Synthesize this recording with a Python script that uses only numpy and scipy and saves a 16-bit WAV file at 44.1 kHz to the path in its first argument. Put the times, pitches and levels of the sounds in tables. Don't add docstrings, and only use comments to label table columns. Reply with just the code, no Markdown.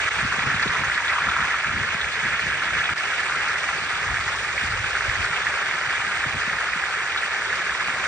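import sys
import numpy as np
from scipy import signal
from scipy.fft import rfft, irfft, next_fast_len
from scipy.io import wavfile
from scipy.ndimage import uniform_filter1d

SR = 44100
rng = np.random.default_rng(int(sys.argv[2]) if len(sys.argv) > 2 else 0)


def transcribe(signal):
    frames = np.atleast_2d(signal).T
    limited = np.clip(frames, -1, 1)
    pcm = np.round(limited * 32767).astype(np.int16)
    wavfile.write(sys.argv[1], SR, pcm)


N = 355887
FFT_SIZE = next_fast_len(N, True)
HZ = np.fft.rfftfreq(FFT_SIZE, 1 / SR)

# (time [s], boil [dB], fizz [dB], gurgle [dB])
SIZZLE_RIDES = [(0.0, -23.5, -36.5, -34.5), (0.3, -26.5, -38.5, -31.5), (0.95, -25, -38.5, -31.5),
                (1.06, -26, -39.5, -31.5), (1.15, -25, -39, -30), (1.32, -26.5, -39.5, -32.5),
                (1.5, -25.5, -39.5, -33.5), (1.75, -26.5, -41, -36), (2.1, -26.5, -39.5, -36.5),
                (2.3, -24.5, -39.5, -36), (2.45, -25, -38.5, -37.5), (2.6, -27, -40.5, -36),
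                (2.75, -24.5, -39, -36), (2.92, -25, -39.5, -34), (3.0, -26, -37.5, -35.5),
                (3.3, -25.5, -38.5, -35), (3.6, -27, -38, -34.5), (4.0, -27, -39, -34),
                (4.5, -27.5, -38, -35.5), (5.0, -26.5, -38, -35), (5.6, -25.5, -39, -33),
                (6.2, -26.5, -39, -35.5), (6.9, -27, -40, -34.5), (7.5, -27, -39, -36),
                (8.07, -26, -38, -32)]
# (frequency [Hz], relative level [dB])
LEFT_EQ = [(300, -20.5), (450, -15), (950, -9), (1170, -5), (1300, -1.5), (1650, 0.63), (2100, -5),
           (2800, -9.5), (4000, -17.5), (6000, -22.5), (6500, -23), (6950, -21), (7150, -25), (7800, -24.5),
           (9000, -35.5), (9900, -44.5), (11000, -58.5)]
RIGHT_EQ = [(300, -24), (450, -17), (950, -9.5), (1170, -7), (1300, -3), (1750, 1.3), (2300, -1.5),
            (2900, -9), (4000, -16.5), (6000, -25), (6500, -20), (6950, -23.5), (7150, -23), (7900, -24),
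            (8100, -23.5), (9800, -33), (11000, -55.5)]
# (frequency [Hz], correlation [0-1])
PORT_CORRELATION = [(450, 0.95), (1000, 0.92), (1400, 0.96), (1900, 0.87), (2400, 0.71), (3050, 0.84),
                    (3500, 0.51), (3900, 0.1), (4300, 0.42), (4750, 0), (5500, 0.53), (6800, 0.75),
                    (7800, 0.16), (8600, 0.51), (9600, 0.04)]
# (frequency [Hz], phase [rad])
PORT_PHASE = [(500, 0), (1000, -0.1), (1400, 0.23), (1800, 0.33), (2080, 0.6), (2250, 0.2), (2420, -1.3),
              (2600, -1.8), (2900, -2.5), (3150, -2.5), (3700, -2), (4300, -2), (5150, -5.5), (5700, -6),
              (6900, -9), (7750, -11.5), (8600, -12.5), (10000, -11.5)]
# (pitch before [Hz], pitch after [Hz], width [Hz], gain before [dB], gain after [dB])
REFLECTION_PEAKS = [(395, 389, 47, 3, 6), (501, 501, 22, -1, 3), (780, 783, 55, -1, 2),
                    (1354, 1200, 54, 0.5, 2), (1710, 2500, 83, 1, 0.1), (2350, 2300, 46, 1.5, 0.5),
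                    (2600, 2600, 87, 2, -0.5), (3080, 3055, 90, 4, 2), (3470, 3400, 90, 4, 0.5),
                    (3746, 3630, 78, 3, 3.5), (4450, 4290, 60, 6.5, 3), (4600, 4521, 63, 3, 8),
                    (5140, 4960, 58, 7, 4), (5469, 5286, 63, 5.5, 7), (5830, 5690, 110, 1.5, 3.5),
                    (6070, 6065, 80, 4.5, 3), (6470, 6567, 110, 5, 3.5), (6740, 8600, 150, 2, 1.5)]
# (time [s], pitch shift [%])
PEAK_DRIFT = [(0.0, 0.5), (0.8, 0.1), (1.6, -0.6), (2.3, -1), (2.93, -1.2), (2.95, -0.5), (3.6, -0.2),
              (4.8, 0.6), (6.1, 1.2), (7.2, 1.6), (8.07, 2.2)]
# (time [s], rumble level [dB], flutter level [dB])
WIND_BED = [(0.0, -44.5, -49), (0.54, -47, -46), (1.21, -49, -54.5), (1.64, -53, -51.5), (1.82, -48, -47),
            (1.98, -45.5, -48), (3.17, -51, -52), (3.98, -46.5, -48), (4.88, -44, -54.5),
            (5.21, -45.5, -50), (5.66, -52.5, -49.5), (6.38, -48, -50), (7.08, -54, -55.5),
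            (8.07, -49.5, -46.5)]
# (start [s], length [s], rumble level [dB], flutter level [dB])
WIND_GUSTS = [(0.116, 0.03, -48, -62), (0.213, 0.056, -38, -43), (0.293, 0.044, -48, -51),
              (0.434, 0.03, -45, -44), (0.46, 0.026, -39, -39), (0.533, 0.037, -38, -44),
              (0.653, 0.063, -42, -44), (0.788, 0.049, -39.5, -38), (0.856, 0.044, -39.5, -45),
              (1.21, 0.042, -41.5, -44.5), (1.269, 0.039, -43, -40.5), (1.352, 0.05, -42, -44),
              (1.394, 0.049, -40, -42), (1.668, 0.18, -38, -38), (1.943, 0.037, -51, -52),
              (2.04, 0.029, -42, -59), (2.255, 0.034, -45, -44), (2.457, 0.051, -42, -45),
              (2.726, 0.069, -41, -44), (2.9, 0.043, -42, -49), (4.089, 0.057, -35, -49),
              (4.198, 0.094, -38, -57), (4.358, 0.036, -43, -55), (4.66, 0.22, -39, -51),
              (4.972, 0.03, -47, -52), (5.073, 0.037, -37, -51), (5.156, 0.11, -39, -45.5),
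              (5.312, 0.034, -46, -45), (6.26, 0.037, -41, -48), (6.344, 0.049, -37, -40),
              (6.403, 0.042, -47, -54)]
# (frequency [Hz], relative level [dB])
RUMBLE_EQ = [(12, -46.5), (25, -30), (42, -5), (58, 1), (95, 1.5), (150, -7.5), (260, -61)]
FLUTTER_EQ = [(90, -22.5), (140, 0), (220, -6.5), (330, -11), (550, -17), (900, -62.5)]
HISS_EQ = [(9500, -31.5), (11000, -7), (12000, -10), (15700, 3.5)]
# (time [s], level [dB], pitch [Hz], length [cycles])
BUBBLE_POPS = [(0.0142, -18, 1660, 4.4), (0.0648, -15.5, 1680, 5.0), (0.0843, -13, 1800, 4),
               (0.1087, -13, 1660, 5.5), (0.19, -15.5, 1960, 4.4), (0.2077, -12, 1540, 5.0),
               (0.324, -15, 1400, 2.9), (0.393, -7.5, 1620, 2.1), (0.4713, -15, 1700, 5.0),
               (0.5, -14, 1660, 7.8), (0.5131, -12.5, 1520, 5.6), (0.5327, -14, 1600, 5.4),
               (0.5958, -12, 1670, 5.6), (0.627, -14, 1610, 4.6), (0.723, -22, 1340, 4),
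               (0.751, -13.5, 1230, 5.9), (0.769, -13, 1830, 5.8), (0.836, -8.5, 1480, 4.3),
               (0.919, -16, 1680, 5.0), (0.9775, -9, 1620, 5.0), (1.094, -14, 1760, 5.0),
               (1.0962, -13, 1900, 2.8), (1.0993, -14, 2100, 4.5), (1.118, -13, 1270, 12),
               (1.182, -13.5, 1130, 8.5), (1.2194, -12, 1630, 5.0), (1.2534, -12, 1590, 3.2),
               (1.2695, -9.5, 1570, 3.4), (1.287, -8, 1310, 5.4), (1.318, -13.5, 1410, 8.8),
               (1.3435, -18, 1440, 5.0), (1.365, -10.5, 1250, 5), (1.405, -8, 1620, 3.4),
               (1.426, -10, 1420, 4.8), (1.483, -13, 1650, 3.2), (1.512, -12, 1720, 6.2),
               (1.5411, -11, 1250, 6.2), (1.5753, -17, 1470, 3.3), (1.6452, -11.5, 1450, 5.6),
               (1.6928, -14.5, 1440, 6.5), (1.834, -11, 1590, 3.5), (1.9263, -14.5, 1420, 4.4),
               (1.944, -15, 1470, 5.0), (2.191, -16, 1980, 4.5), (2.2545, -18, 1730, 5.0),
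               (2.33, -20, 1990, 3.4), (2.3943, -9, 1710, 4.2), (2.467, -13.5, 1720, 6.7),
               (2.5205, -13, 1610, 5.0), (2.6209, -13.5, 1390, 5.0), (2.677, -15.5, 1300, 4.8),
               (2.8075, -16, 1550, 4.6), (2.8563, -15, 1740, 5.0), (2.876, -14, 2240, 6.0),
               (2.9731, -16, 1750, 5.0), (3.0069, -15, 1390, 6.8), (3.0565, -15, 1680, 5.0),
               (3.194, -11.5, 1680, 6.7), (3.297, -12, 1350, 4.6), (3.348, -14, 1340, 5.4),
               (3.4754, -13.5, 1340, 5.6), (3.5564, -11.5, 1720, 5.0), (3.689, -12, 1530, 4.6),
               (3.7297, -14, 1510, 5.0), (3.8916, -20.5, 1870, 5.0), (4.0264, -17, 1600, 7.5),
               (4.1006, -14, 1710, 5.5), (4.142, -15, 1580, 5.8), (4.1695, -11.5, 1850, 3.5),
               (4.279, -13.5, 1640, 4), (4.4977, -19, 1790, 4.5), (4.578, -11.5, 2080, 5.0),
               (4.6108, -14.5, 1730, 6.6), (4.6863, -21, 1590, 5.0), (4.712, -16, 1610, 7.9),
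               (4.739, -15.5, 1670, 4.6), (4.952, -13, 1680, 4.5), (5.008, -9.5, 1560, 4),
               (5.0977, -14, 1800, 5.0), (5.1598, -19, 1740, 4.5), (5.2056, -22, 1830, 3.6),
               (5.339, -19, 1750, 5.0), (5.468, -7.5, 1700, 5.0), (5.5543, -17.5, 1310, 4.4),
               (5.5937, -15.5, 1400, 3.7), (5.6261, -11.5, 1690, 5.0), (5.696, -22, 1780, 5.0),
               (5.7563, -15.5, 1790, 6.1), (5.8124, -14.5, 1700, 4.8), (5.905, -13.5, 1680, 8),
               (6.2007, -14, 1690, 3.5), (6.239, -11, 1680, 6), (6.4188, -14, 1720, 8),
               (6.4428, -17, 1500, 4.4), (6.4964, -11.5, 1840, 3.4), (6.5313, -17, 1660, 3.9),
               (6.5857, -13, 1670, 5.0), (6.61, -11.5, 1320, 5.0), (6.6884, -16.5, 1260, 5.5),
               (6.7332, -10.5, 1810, 3.9), (6.773, -18, 1360, 7.6), (6.838, -12, 1670, 4.5),
               (6.9453, -13, 1640, 5.4), (7.0, -21, 1800, 6.3), (7.147, -17, 1960, 6.9),
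               (7.1608, -10, 1460, 4.6), (7.232, -10, 1590, 5.7), (7.3169, -14, 1970, 3.3),
               (7.5281, -11.5, 1640, 5.9), (7.5993, -14, 1790, 4.3), (7.6937, -14.5, 1655, 9.6),
               (7.9008, -12, 1630, 5.0)]
# (time [s], depth [dB], recovery [s])
LEVEL_DIPS = [(0.093, 15.5, 0.034), (2.937, 16, 0.05)]
# (time [s], level [dB], pitch [Hz])
OIL_SPITS = [(0.1131, -27, 3850), (0.3915, -24, 3800), (0.5463, -23, 3810), (0.626, -15.5, 4260),
             (0.6784, -18, 3780), (0.9438, -21, 3640), (1.0808, -17, 3500), (1.1947, -26, 3620),
             (1.2935, -19, 3500), (1.3139, -26, 3500), (2.0133, -17, 3440), (2.1196, -24, 3810),
             (2.137, -22, 3640), (2.7906, -20, 3440), (2.8384, -20, 3350), (2.856, -21, 3400),
             (2.9786, -21, 4480), (3.8871, -29, 3470), (4.7067, -25, 4270), (7.1748, -15, 3520),
             (7.181, -22, 3720), (7.2005, -26, 3860), (7.5567, -27, 4580), (7.7423, -26, 3660)]
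# (time [s], level [dB], pitch [Hz], left minus right [dB])
WIND_PUFFS = [(0.227, -26.5, 135, 3), (0.245, -27.5, 210, 3), (0.25, -26, 105, 3), (0.382, -29, 175, 4),
              (0.432, -35, 161, -3), (0.467, -29, 125, 0.5), (0.541, -25, 170, 4), (0.555, -33, 108, 6),
              (0.657, -23.5, 270, -3), (0.663, -27, 398, 8), (0.664, -26, 160, 7), (0.702, -39, 150, -1),
              (0.815, -39, 182, 1.5), (0.953, -36, 172, 2), (1.944, -31.5, 164, -5), (2.463, -32, 130, 2),
              (2.797, -36, 130, 1), (4.634, -29.5, 200, 1), (4.638, -28, 65, 2), (4.705, -32, 90, 2),
              (4.795, -29, 85, 1), (4.838, -34, 110, 1), (5.076, -26.5, 102, 7), (5.19, -33, 80, 1),
              (5.302, -33.5, 121, 1.0), (5.871, -35, 106, 1), (6.257, -31, 243, 6), (6.264, -30, 109, 3),
              (6.282, -39, 140, 3), (6.345, -33, 207, 6), (6.35, -37, 115, 1), (6.361, -32, 182, 5),
              (6.474, -30, 190, 5), (6.757, -33, 187, 3)]


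def gain_of(db):
    return 10 ** (np.asarray(db) / 20)


def unit_rms(x):
    return x / np.sqrt(np.mean(x ** 2) + 1e-20)


def over_spectrum(points):
    hz, value = np.transpose(points)
    return np.interp(np.log(HZ + 1), np.log(hz + 1), value)


def automation(rows):
    times, *columns = np.transpose(rows)
    return [np.interp(np.arange(N) / SR, times, column) for column in columns]


def wander(hz):
    pole = np.exp(-2 * np.pi * hz / SR)
    return unit_rms(signal.lfilter([1], [1, -2 * pole, pole * pole], rng.standard_normal(N)))


def burst(hz, cycles, glide, skew):
    progress = np.linspace(0, 1, max(int(cycles * SR / hz), 4))
    envelope = np.sin(np.pi * progress ** skew) ** 2
    return envelope * np.sin(2 * np.pi * cycles * (progress + glide * (progress ** 2 - progress)))


def burst_track(cues, cycles, glide, skew):
    track = np.zeros(N + SR)
    for (start, db, hz), length in zip(cues, np.broadcast_to(cycles, len(cues))):
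        grain = burst(hz, length, glide, skew)
        track[round(start * SR):][:len(grain)] += gain_of(db) * grain
    return track[:N]


def steam_bubbles():
    boil_db, fizz_db, gurgle_db = (ride - ride.mean() for ride in automation(SIZZLE_RIDES))
    clump_db, flicker_db = 0.57 * wander(hz=40), 0.27 * wander(hz=49)
    swarms, power = np.zeros((2, N)), np.zeros(2049)
    for k, hz in enumerate(np.geomspace(280, 11500, num=26)):
        grain = burst(hz, cycles=(4.5, 9.5)[k % 2], glide=0.17, skew=0.68)
        power += abs(rfft(grain, 4096)) ** 2 * hz
        small = np.clip(np.log2(hz / 2500), 0, 1)
        large = np.exp(-(np.log2(hz / 1100) / 0.5) ** 2)
        body_db = (1 - large) * boil_db + large * gurgle_db
        ride_db = (1 - small) * body_db + small * (fizz_db + flicker_db)
        busy_db = 1.42 * wander(hz=23)
        level = gain_of(ride_db + (1.5 - 0.33 * small) * clump_db + busy_db)
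        count = int(480 * hz / 1700 * N / SR)
        for swarm in swarms:
            strength = gain_of(1.12 * np.minimum(rng.exponential(1, count), 5))
            polarity = rng.choice([-1, 1], count)
            triggers = np.bincount(rng.integers(0, N, count), strength * polarity, N)
            swarm += signal.oaconvolve(triggers * level, grain)[:N]
    power = np.interp(HZ, np.fft.rfftfreq(4096, 1 / SR), power + 1e-9 * power.max())
    return rfft(swarms, FFT_SIZE) / np.sqrt(power)


def treble_pings(per_s=160, low_hz=3000, high_hz=6970):
    when, height, chance = rng.random((round(per_s * N / SR), 3)).T
    db = -44.5 - 10 * height - 2.5 * np.log(chance + .01)
    hz = low_hz * (high_hz / low_hz) ** height
    return burst_track(np.transpose([when * N / SR, db, hz]), cycles=43, glide=0.02, skew=0.5)


def reflection_colour(x, move_s=2.938):
    hz, t, frames = signal.stft(x, SR, nperseg=2048, noverlap=1536)
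    drifted_hz = hz[:, None] / (1 + np.interp(t, *np.transpose(PEAK_DRIFT)) / 100)
    before_hz, after_hz, width_hz, before_db, after_db = np.transpose(REFLECTION_PEAKS)
    grid_hz = np.arange(0, SR / 2, 5)
    responses = []
    for peak_hz, db in ((before_hz, before_db), (after_hz, after_db)):
        peaks = 1 / (1 + 2j * (grid_hz[:, None] - peak_hz) / width_hz)
        responses.append(np.interp(drifted_hz, grid_hz, 1 + peaks @ (gain_of(db) - 1)))
    coloured = frames * np.where(t < move_s, *responses)
    return signal.istft(coloured, SR, nperseg=2048, noverlap=1536)[1][:, :N]


def air_noise(eq, correlation):
    left, apart = rng.standard_normal((2, FFT_SIZE))
    right = correlation * left + np.sqrt(1 - correlation ** 2) * apart
    return unit_rms(irfft(rfft([left, right]) * gain_of(over_spectrum(eq)), FFT_SIZE)[:, :N])


def gust_envelope(layer, edge_s=0.037):
    t = np.arange(N) / SR
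    power = gain_of(automation(WIND_BED)[layer]) ** 2
    for start, length, *layer_db in WIND_GUSTS:
        outside_hold = np.maximum(abs(t - start - length / 2) - length / 2 + edge_s / 2, 0)
        power += gain_of(layer_db[layer]) ** 2 * np.exp(-4 * (outside_hold / edge_s) ** 2)
    return np.sqrt(power)


def wind():
    rumble = air_noise(RUMBLE_EQ, correlation=0.73) * gust_envelope(0) * gain_of(1.4 * wander(hz=21))
    flutter = air_noise(FLUTTER_EQ, correlation=0.77) * gust_envelope(1) * gain_of(2.8 * wander(hz=16))
    return (rumble + flutter) * gain_of([[1], [-1]])


def hiss(level_db=-66):
    white = rfft(rng.standard_normal(FFT_SIZE))
    top = irfft(white * gain_of(over_spectrum(HISS_EQ)), FFT_SIZE)[:N]
    top = unit_rms(top) * gain_of(level_db + 2.5 * wander(hz=30))
    return np.array([top, np.roll(top, shift=16)])


def bubble_pops():
    pops = np.array(BUBBLE_POPS)
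    return burst_track(pops[:, :3], cycles=pops[:, 3], glide=0.054, skew=0.85)


def wet_tail(x, t60_s=0.054, wet_db=-3):
    t, wet = np.arange(2000) / SR, gain_of(wet_db)
    tail = rng.standard_normal(len(t)) * gain_of(-60 * t / t60_s) * (t > .0015)
    tail = wet * tail / np.linalg.norm(tail)
    return (x + signal.oaconvolve(x, tail)[:N]) / np.sqrt(1 + wet ** 2)


def oil_spits(gap_s=0.0026, second_db=-2.5):
    first = burst_track(OIL_SPITS, cycles=5.5, glide=0.06, skew=0.5)
    return first + gain_of(second_db) * np.roll(first, round(gap_s * SR))


def frying():
    shared, apart = steam_bubbles()
    left_db, right_db = over_spectrum(LEFT_EQ), over_spectrum(RIGHT_EQ)
    bed_eq = gain_of(left_db) * np.clip(HZ / 300, 0, 1) ** 2
    bed_eq *= gain_of(-25.5) / np.std(irfft(shared * bed_eq, FFT_SIZE))
    accents = rfft(wet_tail(bubble_pops() + oil_spits()) + treble_pings(), FFT_SIZE)
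    correlation = over_spectrum(PORT_CORRELATION)
    left = bed_eq * shared + accents
    right = bed_eq * (correlation * shared + np.sqrt(1 - correlation ** 2) * apart) + accents
    right *= gain_of(right_db - left_db) * np.exp(1j * over_spectrum(PORT_PHASE))
    return irfft([left, right], FFT_SIZE)[:, :N]


def wind_puffs():
    times, db, hz, pan_db = np.transpose(WIND_PUFFS)
    port_cues = [np.transpose([times, db + side * pan_db, hz]) for side in (.5, -.5)]
    return np.array([burst_track(cues, cycles=2.9, glide=-0.41, skew=0.67) for cues in port_cues])


def scene():
    return reflection_colour(frying()) + wind() + wind_puffs() + hiss()


def record(dry):
    t, dip_db = np.arange(N) / SR, np.zeros(N)
    for start, depth_db, recovery_s in LEVEL_DIPS:
        dip_db += depth_db * np.clip(1 - (t - start) / recovery_s, 0, 1) ** 2 * (t > start)
    dip_db = uniform_filter1d(dip_db, size=8)
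    low = signal.oaconvolve(dry, signal.firwin(101, cutoff=3000, fs=SR)[None], "same")
    treble = dry - low
    dipped = low / gain_of(dip_db) + treble / gain_of(0.74 * dip_db)
    high_cut = signal.firwin(511, cutoff=15780, window=("kaiser", 9), fs=SR)
    return signal.oaconvolve(dipped, high_cut[None], "same")


dry = scene()
out = record(dry)
transcribe(out)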